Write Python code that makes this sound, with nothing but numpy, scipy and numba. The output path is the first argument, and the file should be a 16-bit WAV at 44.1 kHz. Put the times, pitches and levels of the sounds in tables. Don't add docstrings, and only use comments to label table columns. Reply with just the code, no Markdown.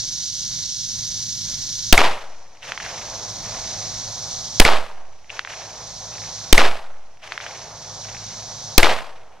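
import sys
import numpy as np
from scipy import signal
from scipy.fft import rfft, irfft
from scipy.io import wavfile
from scipy.ndimage import uniform_filter1d
from numba import njit

SR = 44100
rng = np.random.default_rng(int(sys.argv[2]) if len(sys.argv) > 2 else 0)


def file_out(sig):
    cols = np.atleast_2d(sig).T
    lim = np.clip(cols, -1, 1)
    pcm = np.round(lim * 32767).astype(np.int16)
    wavfile.write(sys.argv[1], SR, pcm)


N = 414540
TOP_HZ = 15500

# start_s, blast_left, blast_right,
# wall_left, wall_right [all four in full scale], roll_db [gain of the long roll],
# carry_db [shifts each echo's level by its own share, up or down]
SHOTS = [(1.9262, -1.5, -1.23, -0.15, -0.22, 2.5, 0.5), (4.599, -1.5, -1.84, -0.19, -0.48, -0.07, 9),
         (6.5273, -2.2, -2.24, -0.15, -.3, -0.5, -5.5), (8.779, -1.43, -0.94, 0.49, -0.07, 0.8, 1.5)]


def undb(db):
    return 10 ** (np.asarray(db) / 20)


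def level(x, db):
    return x * undb(db) / np.sqrt(np.mean(x ** 2))


def band(x, hz, width):
    return signal.lfilter(*signal.iirpeak(hz, hz / width, SR), x)


def steep(x, hz, width):
    return band(band(x, hz, width), hz, width)


def low_pass(x, hz):
    return signal.sosfilt(signal.butter(3, hz, fs=SR, output="sos"), x)


def pair(count, alike):
    mid, side = rng.standard_normal((2, count))
    alike = np.clip(alike, 0, 1)
    opposite = np.array([[1], [-1]])
    return np.sqrt((1 + alike) / 2) * mid + np.sqrt((1 - alike) / 2) * side * opposite


def colour(x, points):
    hz, db = np.transpose(points)
    count = x.shape[1]
    bins_hz = np.maximum(np.arange(count // 2 + 1) * SR / count, 1)
    curve_db = np.interp(np.log(bins_hz), np.log(hz), db, -90, -90)
    return irfft(rfft(x) * undb(curve_db), count)


def walk(rate, count):
    k = int(SR / rate)
    held = np.repeat(rng.standard_normal(count // k + 1), k)
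    return 1.5 * uniform_filter1d(uniform_filter1d(held, k), k)[:count]


def add(out, s, sound):
    i = int(s * SR)
    if i < N:
        out[:, i:i + sound.shape[1]] += sound[:, :N - i]


def lag(x, samples):
    turn = np.exp(-2j * np.pi * np.arange(N // 2 + 1) * samples / N)
    return np.array([irfft(rfft(x[0]) * turn, N), x[1]])


def chorus():
    start_db, hushed_db, hush_share = -24.5, -41, 0.5
    hush_s, recover_s = 0.88, 12.1
    db = np.full(N, start_db)
    for s, *_ in SHOTS:
        since = np.maximum(np.arange(N) / SR - s, 0)
        drop = hush_share * (db[int(s * SR)] - hushed_db)
        db = db - drop * (1 - np.exp(-since / hush_s)) * np.exp(-since / recover_s)
    return db


def insects(chorus_db):
    # pitch_hz, relative_db [per Hz]
    chorus_spectrum = [(1290, -39), (2200, -39), (2750, -26.5), (3370, -14.5), (4180, -7), (4710, -9),
                       (5910, -1.5), (6340, -3.5), (7420, -19.5), (8000, -23), (10400, -33), (17600, -120)]
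    rasp = undb(.9 * walk(9, N) + .9 * walk(120, N))
    lean_db = np.array([[-1.4], [1.4]])
    return level(colour(pair(N, 0.8), chorus_spectrum) * rasp, 0) * undb(chorus_db + lean_db)


def air():
    # pitch_hz, relative_db [per Hz]
    murmur_spectrum = [(12, -27.5), (20, -2), (75, -13.5), (108, -6), (150, -7.5), (276, -19), (317, -21),
                       (493, -31.5), (524, -23.5), (679, -27), (1030, -27.5), (1170, -30), (1450, -26.5),
                       (2400, -24), (3120, -66.5), (5280, -120)]
    # time_s, gain_db
    murmur_level = [(0, 2.5), (3.7, 3.5), (5.2, -2.5), (6.599, -5), (9.4, -6)]
    murmur = level(colour(pair(N, 0.92), murmur_spectrum), -45)
    slow_db = np.interp(np.arange(N) / SR, *np.transpose(murmur_level))
    return murmur * undb(1.2 * walk(6.9, N) + slow_db)


def hiss(chorus_db):
    # pitch_hz, relative_db [per Hz]
    hiss_spectrum = [(4410, -47.5), (7500, -23), (8910, 7.5), (9990, 1.5), (12200, 9.5), (13300, 1),
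                     (14300, -14)]
    noise = level(colour(pair(N, 0.17), hiss_spectrum), -52)
    return noise * undb(1.2 * (chorus_db - chorus_db[0]))


def motor():
    # pitch_hz, wander_hz, level_db [RMS, before the gain control]
    partials = [(53.6, 1.5, -55), (100.4, .6, -52), (107, .6, -48.5), (137.3, 1.3, -55),
                (160.7, 2.3, -55.5), (215, 3.5, -58), (315, 4, -66), (1003, 5.4, -66.5), (1480, 8, -65)]
    hum = np.zeros(N)
    for hz, wander_hz, db in partials:
        phase = 2 * np.pi * np.cumsum(hz + wander_hz * walk(6, N)) / SR
        hum += level(np.sin(phase) * undb(1.7 * walk(2.8, N)), db)
    return hum


def field():
    chorus_db = chorus()
    return insects(chorus_db) + air() + hiss(chorus_db) + motor()


def burst(length_ms, db, hz, width):
    jolt = pair(600, 0.82) * (np.arange(600) < length_ms * SR / 1000)
    ring = band(jolt, hz, width)
    return ring * undb(db) / np.max(np.abs(ring))


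def grass():
    # pitch_hz, level_db [RMS before its decay], t60_s
    blades = [(4380, 3.5, 0.2), (7450, -1.5, 0.52), (10900, -7, 0.29)]
    t = np.arange(SR) / SR
    noise = pair(SR, .7) * (t > .004)
    return sum(level(steep(noise, hz, hz), db) * undb(-60 * t / t60) for hz, db, t60 in blades)


def trees(scatter):
    # pitch_hz, relative_db, t60_s [after the sag]
    foliage = [(121, -2.5, 0.33), (250, 1.5, 0.46), (530, 12.5, 0.22), (820, 11.5, 0.6), (1385, 10.5, 0.21),
               (2380, 6.5, 0.32), (2980, 1, 0.54), (4700, -14, 0.24)]
    grass_s, grass_db, grass_t60_s = .004, 1.5, 0.14
    trees_s, rise_s, trees_db = 0.044, .01, -3
    sag_db_per_s, sag_end_s = 90, 0.12
    t = np.arange(scatter.shape[1]) / SR
    late = np.maximum(t - sag_end_s, 0)
    bands = np.zeros_like(scatter)
    for hz, db, t60 in foliage:
        bands += level(steep(scatter, hz, 1.37 * hz), db) * undb(-60 * late / t60)
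    bands = low_pass(bands, 5670)
    near = (t > grass_s) * undb(grass_db - 60 * (t - grass_s) / grass_t60_s)
    rise = np.clip((t - trees_s) / rise_s, 0, 1)
    line = rise * undb(trees_db - sag_db_per_s * (t - late - trees_s))
    return bands * np.hypot(near, line)


def echo(db, hz, width, air_hz):
    t = np.arange(900) / SR
    n_wave = (1 - 2 * t * hz) * (t < 1 / hz)
    smear = .55 * pair(len(t), .6) * np.exp(-t / .0024)
    ring = low_pass(steep(n_wave + smear, hz, width), air_hz)
    return -ring * undb(db) / np.max(np.abs(ring))


def echoes(carry_db):
    # delay_s [after the shot], pitch_hz, width_hz, peak_db [at a carry of 0 dB],
    # carry_share [dB of shift per dB of the shot's carry; negative turns it around]
    reflectors = [(0.0517, 2220, 750, 34.5, -0.49), (0.051, 4680, 5860, 23.5, 0),
                  (.061, 3050, 2470, 13.5, 0), (0.072, 3060, 2960, 22.5, -0.51),
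                  (0.0792, 2320, 2400, 22.5, 0.029), (.09, 1204, 2490, 26, 0.04),
                  (.12, 1400, 2500, 14, -0.19), (.129, 2480, 3500, -3, 0.35),
                  (0.541, 2530, 2000, -24, 0.071), (.645, 2600, 1500, -13, .1),
                  (.697, 2800, 1400, -12, .95), (0.7029, 2840, 920, -6.5, 0.95),
                  (0.7938, 2220, 3850, 1.5, 0.31), (0.8502, 2030, 2800, -0.5, 0.0019),
                  (.875, 1900, 1500, -5.5, .2), (.883, 3200, 3000, -15, -0.61),
                  (0.912, 2180, 2400, -20, -.3), (0.929, 2050, 1800, -24, 0.027),
                  (.937, 1980, 1500, -13, -.3), (1.583, 2300, 1800, -41, 1.3),
                  (1.62, 2040, 1300, -26, -0.37), (1.64, 2270, 1500, -25.5, -0.24),
                  (1.815, 1800, 1200, -33, -.1)]
    edge_hz, edge_at_s, edge_slope = 9500, .1, .27
    returns = np.zeros((2, 2 * SR))
    for delay, hz, width, db, share in reflectors:
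        air_hz = min(edge_hz * (edge_at_s / delay) ** edge_slope, TOP_HZ)
        add(returns, delay, echo(db + share * carry_db, hz, width, air_hz))
    return returns


def roll():
    # delay_s [after the shot], dull_db, bright_db [both before the shot's roll gain], t60_s
    washes = [(0.098, 6.5, 4.5, 0.42), (0.101, -15.5, -23, 2.19), (0.099, -37, -62, 14.6),
              (0.662, -36, -27, 1.31), (.745, -26, -30.5, .3), (.86, -45, -30, 0.78),
              (1.5, -51.5, -45, 3.3)]
    rise_s = 0.024
    count = int(3.5 * SR)
    s, dull_db, bright_db, t60 = np.transpose(washes)[:, :, None]
    since = np.maximum(np.arange(count) / SR - s, 0)
    wash = np.minimum(since / rise_s, 1) * undb(-60 * since / t60)
    dull = level(steep(pair(count, 0.93), 721, 720), 0) * undb(1.3 * walk(25, count))
    bright = level(steep(pair(count, .8), 2100, 2400), 0) * undb(2.5 * walk(150, count))
    dull_gain = np.linalg.norm(wash * undb(dull_db), axis=0)
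    bright_gain = np.linalg.norm(wash * undb(bright_db), axis=0)
    return dull * dull_gain + bright * bright_gain


def shots():
    # delay_s [after the shot], length_ms, peak_db, pitch_hz, width_hz
    jolts = [(0, 1.3, 45, 3380, 2990), (.0026, 1.8, 46, 3200, 2920)]
    out = np.zeros((2, N))
    trunks = undb(3 * walk(450, SR))
    same = pair(SR, 0.9)
    for s, *_, roll_db, carry_db in SHOTS:
        for delay, *jolt in jolts:
            add(out, s + delay, burst(*jolt))
        stirred = 0.67 * same + 0.71 * pair(SR, 1.0)
        add(out, s, trees(trunks * stirred) + grass())
        add(out, s, echoes(carry_db))
        add(out, s, roll() * undb(roll_db))
    return out


def scene():
    shots_lag, field_lag = .7, 1.5
    return lag(field(), field_lag) + lag(shots(), shots_lag)


@njit
def duck(power, top_db, most_db, smooth, attack, release, hold, pause, linger, settle):
    gain = np.empty(len(power))
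    fast, slow = 0., 0.
    energy, wait, armed = 1e-9, 0., True
    for i in range(len(power)):
        energy += smooth * (power[i] - energy)
        want = min(0., top_db - 10 * np.log10(energy))
        if want < 1.5 * most_db and armed:
            wait, armed = hold, False
        want = max(want, most_db)
        if want < fast - 4:
            wait = max(wait, pause)
        wait -= 1
        if want < fast:
            fast += attack * (want - fast)
        elif wait <= 0:
            fast += release * (want - fast)
            armed = True
        slow = min(slow * (1 - settle), linger * fast)
        gain[i] = min(fast, slow)
    return gain


def offset():
    blast_s, wall_s, coupling_s = .0012, .053, 0.076
    steps = np.zeros((2, N))
    for s, left, right, wall_left, wall_right, *_ in SHOTS:
        steps[:, int((s + blast_s) * SR):] += [[left], [right]]
        steps[:, int((s + wall_s) * SR):] += [[wall_left], [wall_right]]
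    steps = uniform_filter1d(steps, size=40)
    for _ in range(3):
        steps = signal.lfilter(*signal.butter(1, 1 / (2 * np.pi * coupling_s), "high", fs=SR), steps)
    return steps


def circuits():
    low_rumble = level(steep(pair(N, 1.0), 45, 130), -61)
    faint_hiss = level(steep(pair(N, 0.24), 5000, 7000), -71)
    return low_rumble + faint_hiss


def record(dry):
    dry = signal.sosfilt(signal.ellip(6, .2, 50, 14200, fs=SR, output="sos"), dry)
    power = np.mean(dry ** 2, axis=0) + 1e-12
    down = dict(smooth=1 / (.004 * SR), attack=1 / (.002 * SR), hold=.691 * SR)
    back = dict(pause=0.079 * SR, release=1 / (0.026 * SR), linger=0.56, settle=1 / (.3 * SR))
    gain_db = duck(power, top_db=-26.5, most_db=-26.5, **down, **back)
    clipped = np.clip(dry * undb(gain_db) + circuits() + offset(), -1, 1)
    return signal.sosfilt(signal.ellip(8, .2, 70, TOP_HZ, fs=SR, output="sos"), clipped)


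dry = scene()
out = record(dry)
file_out(out)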